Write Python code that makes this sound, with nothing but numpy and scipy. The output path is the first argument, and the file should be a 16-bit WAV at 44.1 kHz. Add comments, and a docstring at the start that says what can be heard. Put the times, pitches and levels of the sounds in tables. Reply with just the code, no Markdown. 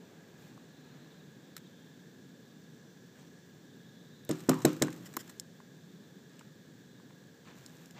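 """A rabbit's foot thumps the hollow floor of an outdoor hutch four times, close to the microphone.
Each impact of the pad excites the bending modes of the board; the hard claws add a brief, bright crack.
Claws also tick and scuff, a loose panel taps, and fur rustles faintly by stick-slip friction.
Behind them lie a low rumble, a thin hiss, a fading far rush and a whine that comes and goes."""
import sys
import numpy as np
from scipy import signal
from scipy.fft import rfft, irfft, next_fast_len
from scipy.io import wavfile

SR = 44100
rng = np.random.default_rng(int(sys.argv[2]) if len(sys.argv) > 2 else 0)


def dump_mix(stems):
    """Bounce the given channels to the path in sys.argv[1] as a 16-bit WAV at rate SR."""
    frames = np.atleast_2d(stems).T  # one column per channel
    limited = np.clip(frames, -1, 1)  # hard clip at full scale
    pcm = np.round(limited * 32767).astype(np.int16)
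    wavfile.write(sys.argv[1], SR, pcm)


N = 352359

def from_db(db):
    """Amplitude ratio of a level in decibels."""
    return 10 ** (np.asarray(db) / 20)

def rms_one(x):
    """Normalisation to unit rms."""
    return x / np.sqrt(np.mean(x ** 2) + 1e-20)

def add(out, s, sound):
    """Superposition: a sound joins the mix at time s."""
    at = int(s * SR)
    out[at:at + len(sound)] += sound[:N - at]

def butterworth(x, hz, kind):
    """Second-order filter: 12 dB per octave beyond the cut-off."""
    return signal.sosfilt(signal.butter(2, hz, kind, fs=SR, output="sos"), x)

def coloured(x, spectrum):
    """Spectral shaping by a curve of (f/Hz, level/dB), at unit rms."""
    hz, db = np.transpose(spectrum)
    size = next_fast_len(len(x))
    grid = np.maximum(np.fft.rfftfreq(size, 1 / SR), 1)
    gain = from_db(np.interp(np.log(grid), np.log(hz), db))
    return rms_one(irfft(rfft(x, size) * gain, size)[:len(x)])

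def noise(spectrum, size):
    """Gaussian noise of a given spectral shape."""
    return coloured(rng.standard_normal(size), spectrum)

def resonate(x, hz, width_hz):
    """Two-pole resonance with unit peak gain."""
    r = np.exp(-np.pi * width_hz / SR)
    feedback = [1, -2 * r * np.cos(2 * np.pi * hz / SR), r * r]
    return signal.lfilter(np.array([1, 0, -1]) * (1 - r * r) / 2, feedback, x)

def fade(t, t60):
    """Exponential decay, 60 dB down at t60."""
    return np.exp(-np.log(1000) * t / t60)

def mode(t, hz, t60):
    """Free vibration of a damped oscillator."""
    return np.sin(2 * np.pi * hz * t) * fade(t, t60)

def grains(size, per_s, spread_db):
    """Poisson process: tiny impulses of uneven size at random moments."""
    born = rng.random(size) < per_s / SR
    heights = rng.standard_normal(size) * from_db(spread_db * np.minimum(rng.exponential(1, size), 4))
    return rms_one(born * heights)

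def burst(x, envelope):
    """A transient: noise under an envelope, scaled to that envelope's energy."""
    return rms_one(x * envelope) * np.sqrt(np.mean(envelope ** 2))

# spectra of the low rumble and of the hiss: f/Hz, level/dB
RUMBLE_SPECTRUM = [(20, -49), (45, -85), (70, -27), (105, -9.5), (165, 2.5), (210, -3), (260, -2.5),
                   (305, -7.5), (480, -11), (620, -21), (1200, -29.5), (3000, -62)]
HISS_SPECTRUM = [(300, -17), (1300, -0.5), (2600, -0.5), (4200, 6), (4900, 2.5), (6000, 3.5), (7600, 2.5),
                 (9500, -14), (11000, -9), (14000, -6.5), (16000, 4.5)]
# narrow bands in the hiss: f/Hz, bandwidth/Hz, level/dB
NARROW_BANDS = [(1662, 123, -69), (3490, 280, -75), (5900, 220, -84), (7230, 390, -85)]
def background(rumble_db=-55.5, hiss_db=-66):
    """Stationary noise: a far rumble, and a hiss with four narrow bands in it."""
    bands = sum(from_db(db) * rms_one(resonate(rng.standard_normal(N), hz, width))
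                for hz, width, db in NARROW_BANDS)
    rumble = from_db(rumble_db) * noise(RUMBLE_SPECTRUM, N)
    return rumble + from_db(hiss_db) * noise(HISS_SPECTRUM, N) + bands

# spectrum of the far rush: f/Hz, level/dB
RUSH_SPECTRUM = [(150, -14.5), (400, 7.5), (900, -3), (1500, -10.5), (2600, -9.5), (5000, -27), (9000, -54)]
def rush(start_db=-63.5, fall_db_per_s=4.5):
    """Broadband noise in exponential decay: a soft, far rush slowly recedes."""
    t = np.arange(N) / SR
    return from_db(start_db - fall_db_per_s * t) * noise(RUSH_SPECTRUM, N)

# swells of the whine: middle t/s, duration/s, level/dB, f/Hz, glide/(Hz/s)
WHINE_SWELLS = [(0.997, 1.2, -72.5, 3860, -400), (1.698, 0.83, -71.5, 3510, -150),
                (2.45, 0.68, -77, 3720, -350), (3.098, 1.6, -79, 5890, -100), (4.048, 1, -70.5, 3690, 205),
                (6.047, 1.2, -75.5, 3640, -100), (6.95, .6, -76, 3750, 297)]
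def whine(blur_hz=45, spacing_hz=280, side_db=-3):
    """Modulation by slow noise broadens three tones into narrow bands that swell and glide together."""
    out = np.zeros(N)
    for s, length, db, hz, glide in WHINE_SWELLS:
        t = np.arange(-length / 2, length / 2, 1 / SR)
        bands = 0
        for k in (-1, 0, 1):
            blur = rms_one(butterworth(rng.standard_normal(2 * SR), blur_hz, "low"))
            carrier = np.sin(2 * np.pi * (hz + k * spacing_hz + glide * t / 2) * t)
            bands = bands + from_db(side_db * abs(k)) * blur[:len(t)] * carrier
        add(out, max(s - length / 2, 0), from_db(db) * np.cos(np.pi * t / length) * rms_one(bands))
    return out

# spectra of sliding fur and of the crack of any small contact: f/Hz, level/dB
FUR_SPECTRUM = [(200, -8), (600, 3.5), (1200, 2), (2500, -1.5), (4000, -3.5), (5000, -8), (7300, -4.5),
                (9800, -17), (14000, -6), (16000, -10)]
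CRACK_SPECTRUM = [(1200, -29), (2200, -25), (3000, -11), (3900, 6.5), (4700, -3.5), (5500, 4), (8200, 8),
                  (9600, -9.5), (12500, -29), (16000, -33)]
def hairs(size, catch_db=-12):
    """Stick-slip friction: hairs slip densely; now and then one catches and lets go with a tick."""
    catches = coloured(grains(size, per_s=70, spread_db=2), CRACK_SPECTRUM)
    slips = coloured(grains(size, per_s=7000, spread_db=2.3), FUR_SPECTRUM)
    return slips + from_db(catch_db) * catches

# the body rubs on the hutch: t/s, duration/s, level/dB, cut-off f/Hz
BODY_SHIFTS = [(0.367, 0.11, -65, 14800), (0.822, 0.31, -66, 3500), (3.143, 0.062, -63.5, 10000),
               (4.337, 0.44, -60.5, 16000), (4.883, 0.42, -62, 18000), (6.302, 0.093, -67, 9000),
               (7.438, .06, -56, 5100), (7.529, .35, -64.5, 16000), (7.94, .06, -53.5, 4460)]
def fur(rest_db=-74, attack_s=0.032, release_t60=0.52):
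    """Friction noise of the coat swells with each shift, duller when the body presses on the wood."""
    out, t = from_db(rest_db) * hairs(N), np.arange(SR) / SR
    for s, length, db, top_hz in BODY_SHIFTS:
        stroke = np.clip(t / attack_s, 0, 1) * fade(np.maximum(t - length, 0), release_t60)
        add(out, s, from_db(db) * stroke * butterworth(hairs(SR), top_hz, "low"))
    return out

# claws dragged over the floor: t/s, duration/s, level/dB
CLAW_SKIDS = [(5.048, 0.035, -55), (5.181, 0.046, -52.5), (5.273, 0.0097, -59)]
# resonances of a skid: f/Hz, bandwidth/Hz, level/dB
SKID_RESONANCES = [(1780, 380, -1.5), (3170, 370, -2.5), (5270, 720, -2.5), (7200, 490, -1),
                   (12800, 5200, -14)]
def scuffs():
    """Stick-slip excitation: a skidding claw drives a few resonances with a quick run of slips."""
    out = np.zeros(N)
    for s, length, db in CLAW_SKIDS:
        slips = grains(SR, per_s=4500, spread_db=2.4)[:int(length * SR)]
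        slips = slips * np.hanning(len(slips))
        skid = sum(from_db(level) * resonate(slips, hz, width) for hz, width, level in SKID_RESONANCES)
        add(out, s, from_db(db) * rms_one(skid))
    return out

def wood(hz, width_hz, envelope):
    """Heavy damping gives a broad resonance: a woody knock is a short burst of noise within it."""
    band = resonate(rng.standard_normal(len(envelope)), hz, width_hz)
    return burst(resonate(band, hz, 2 * width_hz), envelope)

# taps of a loose panel: t/s, level/dB
PANEL_TAPS = [(0.577, -47), (4.514, -27.5), (4.533, -29), (4.882, -31.5), (5.169, -25), (5.602, -45),
              (6.41, -44.5), (6.999, -52), (7.106, -51)]
def taps(hz=1040, width_hz=460, rise_t60=0.0024, t60=0.015, crack_db=-19):
    """A panel strikes its frame and excites the same damped resonance each time, with little crack."""
    out, t = np.zeros(N), np.arange(SR // 8) / SR
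    envelope = (1 - fade(t, rise_t60)) * fade(t, t60)
    for s, db in PANEL_TAPS:
        knock = wood(hz, width_hz, envelope)
        crack = from_db(crack_db) * burst(noise(CRACK_SPECTRUM, len(t)), envelope)
        add(out, s, from_db(db) * (knock + crack))
    return out

# spectrum of a claw's topmost fizz: f/Hz, level/dB
FIZZ_SPECTRUM = [(7000, -20), (10500, -10.5), (11800, -5.5), (14000, -4), (15000, -8), (16000, -24)]
# modes of the hard surface: f/Hz, level/dB, T60/s
SURFACE_MODES = [(4025, -10, 0.024), (5400, -11.5, 0.048), (7170, -12, 0.068), (7460, -6, 0.023)]
def claw(fizz_db, knock_db=-1, knock_hz=1340, t60=0.015, scatter_db=-25, scatter_t60=0.063):
    """A brief, hard impact has a wide spectrum: crack, knock, high modes and scatter in the hutch."""
    t = np.arange(SR // 8) / SR
    envelope = (1 - fade(t, t60=0.0012)) * (fade(t, t60) + from_db(scatter_db) * fade(t, scatter_t60))
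    crack = burst(noise(CRACK_SPECTRUM, len(t)), envelope)
    fizz = from_db(fizz_db) * burst(noise(FIZZ_SPECTRUM, len(t)), envelope)
    knock = from_db(knock_db) * wood(knock_hz, 0.61 * knock_hz, envelope)
    ring = sum(from_db(db) * mode(t, hz * (1 + 0.0046 * rng.standard_normal()), ring_t60)
               for hz, db, ring_t60 in SURFACE_MODES)
    return crack + fizz + knock + ring * fade(t, 6 * t60)  # a claw held down damps the ring

# single claw contacts: t/s, level/dB, knock f/Hz, fizz level/dB, T60/s
CLAW_TICKS = [(1.5661, -40.5, 1270, -1.5, 0.016), (1.578, -50, 1700, -3, .02),
              (4.25, -53.5, 7000, 8, 0.0056), (4.404, -53, 1490, -9, 0.048), (4.618, -49, 1480, -10, 0.084),
              (4.836, -39, 1400, -12, 0.016), (4.9272, -49, 1600, -8, 0.024), (5.138, -52, 1520, -6, .045),
              (5.295, -50.5, 1400, -4, 0.044), (5.398, -32, 6500, -8, .0077), (6.393, -52, 2500, -8, 0.015),
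              (7.6622, -41.5, 7040, -12, 0.0065), (7.8584, -51.5, 7000, -5, 0.0086),
              (7.909, -50, 1800, -4, .006)]
def ticks():
    """Isolated impacts: single claws meet hard things as the animal shifts."""
    out = np.zeros(N)
    for s, db, hz, fizz_db, t60 in CLAW_TICKS:
        add(out, s, from_db(db) * claw(fizz_db, knock_hz=hz, t60=t60))
    return out

def scrabble(thump_db, first_s=0.011, last_s=0.16, fall_db_per_s=55, spread_db=2, count=5):
    """A decaying train of impacts: the claws find their grip after a thump."""
    out = np.zeros(N)
    for k in range(count):
        late = first_s + (last_s - first_s) * (k + rng.random()) / count
        db = -46 + 0.99 * thump_db - fall_db_per_s * late + spread_db * rng.standard_normal()
        add(out, late, from_db(db) * claw(fizz_db=-4))
    return out

def heel(thump_db, knock_db=-26.5, growth=2.3):
    """Nonlinear growth: the heel's low knock gains level faster than the thump as landings harden."""
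    t = np.arange(SR // 4) / SR
    knock = wood(hz=640, width_hz=200, envelope=fade(t, t60=0.062))
    return from_db(knock_db + growth * thump_db) * knock

# spectrum of grit shaken on the floor: f/Hz, level/dB
GRIT_SPECTRUM = [(200, -21), (600, 10), (1800, 1.5), (2800, 2.5), (5000, -2.5), (7500, -2.5), (9800, -19),
                 (14000, -10), (16000, -23)]
def hutch(t, push_db, rattle_db, rattle_hz, rattle_width_hz=300):
    """Transient response to a shove: the floor gives, a panel rattles, grit jumps, the hollow booms."""
    push = -from_db(push_db - 9) * mode(t, hz=322, t60=0.026)
    chatter = resonate(grains(SR, per_s=1500, spread_db=1.2), rattle_hz, rattle_width_hz)
    chatter = rms_one(resonate(chatter, rattle_hz, 2 * rattle_width_hz))
    rattle = from_db(rattle_db - 33) * chatter * fade(t, t60=0.42)
    hops = grains(SR, per_s=14000, spread_db=2.4)
    grit = from_db(-41) * coloured(hops, GRIT_SPECTRUM) * fade(t, t60=0.37)
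    hollow = from_db(-45) * noise(RUMBLE_SPECTRUM, SR) * fade(t, t60=1.76)
    build_up = 1 - fade(t, t60=0.01)
    return build_up * (push + rattle + grit + hollow)

# modes of the floor board and the hollow under it: f/Hz, level/dB, T60/s
BOARD_MODES = [(122.5, -38.5, 0.8), (141, -23, 0.12), (157.7, -29, 0.32), (191.4, -27.5, 0.28),
               (216, -30.5, 0.11), (260, -19.5, 0.23), (304, -24.5, 0.29), (332, -38, 0.66),
               (376.3, -27.5, 0.28), (416, -36, 0.2), (464.7, -21.5, 0.13), (515, -39, 0.32),
               (558, -26.5, 0.079), (624, -24, 0.078), (757, -39.5, .1), (968, -32, 0.064),
               (1067, -40, 0.18), (890, -41, 0.085), (1503, -32, 0.066), (1530, -36, 0.055),
               (1750, -30, .07)]
def board(t, place, cutoff_hz, node_depth=0.46):
    """Modal superposition: a mode is weaker if struck near a node, or too softly to reach its pitch."""
    out = np.zeros(len(t))
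    for k, (hz, db, t60) in enumerate(BOARD_MODES):
        coupling = (-1) ** k * (1 + node_depth * np.cos(np.pi * (k + 1) * place))
        out += from_db(db) * coupling / np.hypot(1, hz / cutoff_hz) * mode(t, hz, t60)
    return out

# four landings, the first in two touches, then a faint step: t/s, level/dB, contact cut-off f/Hz,
# place/board length, push level/dB, rattle level/dB, rattle f/Hz, claw and heel offset/s,
# claw level/dB, fizz level/dB (push, rattle and fizz levels are relative)
FOOTFALLS = [(4.293, -7, 458, .86, -2, -12, 1270, -.0015, -37.5, -1),
             (4.3112, -14, 200, 0.76, 6.5, -19, 1760, -0.00014, -32.5, -15),
             (4.4879, -1, 990, 0.64, 1.5, -3.5, 1000, 0.0051, -21.5, -3.5),
             (4.6481, 0.5, 1180, 0.82, 6, -13.5, 1290, .0028, -19.5, -4),
             (4.8158, -3, 1400, 0.81, 0, -13, 1430, .006, -18, -11),
             (5.169, -28.5, 250, 0.7, 12.5, -13, 1040, -0.0018, -34, 5.5)]
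def thumps():
    """Contact time sets bandwidth: returns the low blows of pad and heel, and the claws' clicks."""
    blows, clicks, t = np.zeros(N), np.zeros(N), np.arange(SR) / SR
    for s, db, cutoff_hz, place, push_db, rattle_db, rattle_hz, offset, claw_db, fizz_db in FOOTFALLS:
        pad = board(t, place, cutoff_hz) + hutch(t, push_db, rattle_db, rattle_hz)
        add(blows, s, from_db(db) * pad)
        add(blows, s + offset, heel(db))
        add(clicks, s + offset, from_db(claw_db) * claw(fizz_db, knock_db=-4.5))
        add(clicks, s, scrabble(db))
    return blows, clicks

def scene():
    """The sources superpose; the small microphone acts as a high-pass on the impacts."""
    blows, clicks = thumps()
    blows = butterworth(blows, 72, "high")
    clicks = butterworth(clicks + ticks() + taps(), 150, "high")
    return (background() + rush() + whine() + fur() + scuffs() + clicks + blows)[None]

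def record(dry, cutoff_hz=15150):
    """Band limiting: an elliptic low-pass cuts the top steeply."""
    return signal.sosfilt(signal.ellip(10, .2, 70, cutoff_hz, fs=SR, output="sos"), dry)

dry = scene()
out = record(dry)
dump_mix(out)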